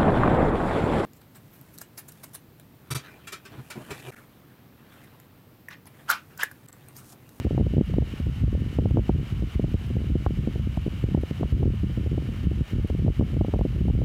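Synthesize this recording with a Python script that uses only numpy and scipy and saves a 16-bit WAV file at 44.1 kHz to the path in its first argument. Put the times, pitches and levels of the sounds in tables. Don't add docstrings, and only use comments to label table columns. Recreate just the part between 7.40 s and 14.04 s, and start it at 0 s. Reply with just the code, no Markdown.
import sys
import numpy as np
from scipy import signal
from scipy.fft import rfft, irfft, next_fast_len
from scipy.io import wavfile
from scipy.ndimage import uniform_filter1d, map_coordinates

SR = 44100
rng = np.random.default_rng(int(sys.argv[2]) if len(sys.argv) > 2 else 0)


def bounce(signal):
    frames = np.transpose(np.atleast_2d(signal))
    limited = np.clip(frames, -1, 1)
    pcm = np.round(limited * 32767).astype(np.int16)
    wavfile.write(sys.argv[1], SR, pcm)


def decibels_to_gain(level_db):
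    exponent = np.asarray(level_db, float) / 20
    return 10 ** exponent


N = 292824
TIME = np.arange(N) / SR


def unit(x):
    return x / np.sqrt(np.mean(x ** 2) + 1e-20)


def curve(rows):
    s, value = np.transpose(rows)
    return np.interp(TIME, s, value)


def wobble(knots_per_s):
    knots = rng.standard_normal(int(N * knots_per_s / SR) + 4)
    return map_coordinates(knots, [TIME * knots_per_s])


def filtered(x, response):
    m = next_fast_len(N + 8192)
    hz = np.fft.rfftfreq(m, 1 / SR) + 1e-3
    return irfft(rfft(x, m) * response(hz), m)[:N]


def coloured(x, points):
    f, db = np.transpose(points)
    return filtered(x, lambda hz: decibels_to_gain(np.interp(np.log(hz), np.log(f), db)))


def smooth(x, window_s):
    n = max(int(window_s * SR), 1)
    return np.abs(uniform_filter1d(uniform_filter1d(x, n), n))


def evened(x, window_s, exponent):
    return unit(x / smooth(x ** 2, window_s) ** exponent)


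def bumps(s, size, width_ms):
    k = np.arange(-SR // 40, SR // 40)
    u = k / (width_ms[:, None] * SR / 1000)
    shape = size[:, None] * 3 * u / (1 + u ** 2) ** 2
    at = np.round(s * SR).astype(int)[:, None] + k + SR
    return np.bincount(at.ravel(), shape.ravel(), N + 2 * SR)[SR:SR + N]


# onset in seconds, click level in dB before the treble filter.
TICK_ROWS = [(0.4569, -44), (1.4611, -46), (2.466, -46), (3.469, -49), (3.8142, -44), (4.1784, -57),
             (5.474, -43), (6.477, -46)]


def ticks():
    s, db = np.transpose(TICK_ROWS)
    delay_s = 0.0012
    clicks = np.bincount(np.round((s + delay_s) * SR).astype(int), decibels_to_gain(db), N)
    return coloured(clicks, [(6000, -15), (9000, 15), (11500, 16), (14500, 8), (17000, -12)])


# time in seconds, mean speed in turns per second.
SHAFT_SPEED = [(0.5, 40.97), (1.3, 40.95), (2.1, 40.91), (2.9, 40.84), (3.7, 40.85), (4.5, 40.86),
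               (5.3, 40.87), (6.1, 40.73)]


def shaft_turns():
    turns_per_s = curve(SHAFT_SPEED) + 0.0284 * wobble(knots_per_s=2.88)
    return np.cumsum(turns_per_s) / SR


# frequency in Hz, filter gain in dB.
HISS_COLOUR = [(350, -5), (600, -7.5), (930, -9.5), (1320, -9), (1600, -12.5), (1900, -12), (2230, -7),
               (2550, -10.5), (2950, -3), (3180, -8.5), (3400, -14.5), (3850, -14), (4230, -18),
               (6000, -22.5), (8970, -27.5), (15100, -29), (15700, -35)]


def blade_hiss(turns):
    level_db = -48.0
    once = 0.11 * np.cos(2 * np.pi * turns)
    twice = 0.1 * np.cos(4 * np.pi * turns + 1.5)
    noise = unit(coloured(rng.standard_normal(N), HISS_COLOUR))
    return decibels_to_gain(level_db) * noise * np.sqrt(1 + once + twice)


# multiple of the shaft speed, sine amplitude in dB about which it wavers.
WHINE_PARTIALS = [(27, -68.4), (30, -66.7), (32, -67.4), (33, -64.7), (34, -72.1), (35, -70.6), (36, -64.2),
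                  (37, -73.1), (38, -74.4), (39, -68.5), (40, -68.3), (41, -72.5), (42, -70.0), (43, -73.3),
                  (44, -61.4), (45, -66.5), (46, -70.4), (47, -74.9), (48, -72.0), (49, -72.4), (50, -71.6),
                  (51, -68.1), (52, -72.0), (53, -71.4), (54, -70.1), (55, -70.2), (56, -70.5), (57, -69.8),
                  (58, -73.5), (60, -69.6), (64, -70.9)]


def motor_whine(turns):
    waver_db = 2.5
    whine = np.zeros(N)
    for multiple, db in WHINE_PARTIALS:
        level = decibels_to_gain(db + waver_db * wobble(knots_per_s=5.05))
        whine += level * np.sin(2 * np.pi * (multiple * turns + rng.random()))
    return whine


def fan():
    turns = shaft_turns()
    return blade_hiss(turns) + motor_whine(turns)


# middle in seconds, half length in seconds, depth in dB.
LULL_ROWS = [(0.031, 0.032, 22), (0.104, 0.027, 18), (0.457, 0.025, 11.5), (0.692, 0.083, 14),
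             (0.782, 0.045, 15), (.96, 0.078, 9), (1.334, 0.07, 9.5), (1.668, 0.065, 11.5),
             (1.877, .08, 13), (2.118, 0.062, 15.5), (2.407, 0.047, 7), (2.82, 0.05, 6), (2.94, 0.12, 4.5),
             (3.093, 0.074, 4), (3.356, 0.025, 12), (3.435, 0.042, 2), (3.89, 0.066, 16.5),
             (3.97, 0.046, 12.5), (4.093, 0.042, 14), (4.548, 0.022, 8), (4.623, 0.017, 4.5),
             (4.827, 0.04, 6), (4.959, 0.076, 6.5), (5.277, 0.074, 21), (5.473, 0.039, 13),
             (5.747, 0.043, 19), (5.89, 0.055, 11), (6.096, .05, 6.5), (6.328, 0.13, 3)]


def lull_depth_db():
    edge = 1.31
    depth_db = np.zeros(N)
    for middle_s, half_s, db in LULL_ROWS:
        depth_db += db * np.clip(edge * (1 - np.abs(TIME - middle_s) / half_s), 0, 1)
    return depth_db


# frequency in Hz, filter gain in dB.
BUFFET_COLOUR = [(13, -34), (22, -54), (41, -3), (65, 1.5), (126, -3.5), (220, -12.5), (290, -31.5),
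                 (480, -120)]


def buffet():
    return evened(coloured(rng.standard_normal(N), BUFFET_COLOUR), window_s=0.07, exponent=0.45)


# frequency in Hz, filter gain in dB.
EDDY_COLOUR = [(40, -47), (80, -8.5), (150, 0), (300, 4), (600, 0.5), (1200, -9), (2500, -16)]


def eddy_shower():
    draw = rng.random((600, 4))
    s = draw[:, 0] * N / SR
    size_db = -3.5 * np.log(1 - draw[:, 2])
    size = np.sign(draw[:, 1] - 0.5) * decibels_to_gain(size_db)
    shower = bumps(s, size, width_ms=1.124 * 2.57 ** draw[:, 3])
    return evened(coloured(shower, EDDY_COLOUR), window_s=0.089, exponent=0.31)


# middle in seconds, nominal peak in dB, width in ms, nominal thump peak in dB.
POP_ROWS = [(0.052, -10, 1.52, -20), (0.068, -15, 0.99, -15), (0.11, -13, 1.18, -33),
            (0.179, -10.5, 0.77, -27), (0.199, -10.5, 1.2, -16), (0.211, -6, 1.3, -25),
            (0.268, -11.5, 1.25, -20), (0.338, -12, 1.22, -30), (0.382, -4, 1.34, -20),
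            (0.54, -20.5, 0.8, -12), (0.623, -13.5, 1.19, -11.5), (0.739, -23.5, 1.43, -25),
            (0.803, -20.5, 1.47, -24), (0.869, -20, 1.17, -17), (1.038, -15, 1.4, -7.5),
            (1.152, -15, 1.13, -23), (1.388, -7, 1.09, -10), (1.458, -8.5, 0.98, -21),
            (1.51, -19, 0.94, -10.5), (1.572, -11, 0.75, -27), (1.586, -16.5, 0.74, -8.5),
            (1.696, -6, 0.81, -8.5), (1.75, -20, 1.53, -20), (1.925, -23, 1.5, -15),
            (2.024, -20, 1.13, -22), (2.157, -21, 1.7, -11.5), (2.197, -9, 1.22, -17),
            (2.243, -11.5, 1.18, -15), (2.343, -11, 1.48, -13), (2.568, -14.5, 1.17, -17),
            (2.704, -15, 1.8, -17), (2.76, -20, 1.73, -20), (2.864, -12.5, 0.51, -8),
            (2.99, -14, 2.14, -18), (3.075, -9, 1.4, -30), (3.16, -19.5, 1.08, -18.5),
            (3.197, -19, 1.39, -19), (3.375, -15, 0.91, -18), (3.481, -14, 1.37, -30),
            (3.641, -9.5, 1.5, -12), (3.749, -6, 0.99, -19), (3.776, -13.5, 1.01, -17),
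            (3.836, -13, 1.16, -29), (3.912, -18.5, 1.3, -26), (4.032, -12.5, 0.67, -21),
            (4.125, -18, 1.56, -8.5), (4.208, -14, 1.7, -16), (4.231, -13.5, 0.89, -17),
            (4.257, -16.5, 1.22, -12), (4.435, -14.5, 1.55, -19), (4.576, -14.5, 1.53, -14),
            (4.664, -18.5, 1.17, -17), (4.73, -17, 1.49, -25), (4.781, -13.5, 1.06, -27),
            (4.89, -19.5, 1.44, -19), (5.071, -8.5, 1.93, -27), (5.116, -15, 1.3, -21),
            (5.21, -12, 1.8, -14.5), (5.334, -18, 1.58, -16), (5.385, -20.5, 1.35, -15),
            (5.448, -11.5, 1.57, -36), (5.502, -18, 0.95, -19), (5.594, -18.5, 1.3, -21),
            (5.665, -13, 1.13, -15.8), (5.681, -8, 1.03, -7), (5.811, -15, 0.65, -38),
            (5.825, -11, 1.2, -17), (5.968, -15.5, 1.2, -27), (6.012, -7, 0.97, -17.5),
            (6.048, -16.5, 0.71, -33), (6.084, -13.5, 1.28, -36), (6.139, -11.5, 0.78, -14),
            (6.159, -15, 1.06, -20), (6.192, -17, 0.88, -17), (6.212, -10, 0.83, -8.5),
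            (6.253, -9.5, 1.1, -36), (6.414, -14.5, 1.4, -18), (6.484, -13, 0.96, -15.5),
            (6.501, -18, 0.86, -11), (6.578, -16, 1.5, -26), (6.618, -14, 0.97, -17)]


def pops():
    s, db, width_ms, thump_db = np.transpose(POP_ROWS)
    draw = rng.random((len(s), 7)).T
    sign = np.sign(draw[:3] - 0.5)
    out = bumps(s, decibels_to_gain(db) * sign[0], width_ms)
    out += bumps(s + 0.0037, -decibels_to_gain(thump_db) * sign[0], np.full(len(s), 4.2))
    for way, lag, loss in zip(sign[1:], draw[3:5], draw[5:]):
        offset_s = 0.01198 * width_ms * (lag - 0.3)
        swing_db = db - 3.5 - 5.8 * loss
        out += bumps(s + offset_s, way * decibels_to_gain(swing_db), 1.146 * width_ms)
    return out


def port(x, cut_hz):
    return filtered(x, lambda hz: (1 / (1 - (cut_hz / hz) ** 2 - 1j * 1.07 * cut_hz / hz)) ** 2)


# time in seconds, buffet level in dB rms before flutter and low cut.
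GUST_LEVEL = [(0, -19), (.25, -22), (.55, -22), (.85, -24), (1.06, -18.5), (1.25, -25), (1.6, -19.5),
              (2.0, -24.5), (2.55, -26.5), (2.75, -24), (3.3, -24), (3.55, -31), (3.8, -22.5), (4.15, -20),
              (4.5, -25), (5.2, -23), (5.5, -24.5), (5.75, -17.5), (6.1, -23.5), (6.64, -18.5)]


def air_stream():
    gust_db = curve(GUST_LEVEL)
    lull_db = lull_depth_db()
    flutter_db = 4.5 * wobble(knots_per_s=22)
    buffet_db = gust_db - lull_db + 0.39 * flutter_db
    eddy_db = gust_db - 7.5 - 1.13 * lull_db + flutter_db
    pressure = decibels_to_gain(buffet_db) * buffet() + decibels_to_gain(eddy_db) * eddy_shower() + pops()
    return port(pressure, cut_hz=44.2)


def scene():
    return (ticks() + fan() + air_stream())[None]


def roll_off(x):
    return signal.sosfilt(signal.butter(12, 15960, fs=SR, output="sos"), x)


def record(dry):
    memory_s, knee_db, slope, makeup_db = 0.01, -36.5, 0.36, 2
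    keep = np.exp(-1 / (memory_s * SR))
    power = signal.lfilter([1 - keep], [1, -keep], dry ** 2)
    over_db = 10 * np.log10(1 + power / decibels_to_gain(knee_db) ** 2)
    mix = dry * decibels_to_gain(makeup_db - slope * over_db)
    return roll_off(mix)


dry = scene()
out = record(dry)
bounce(out)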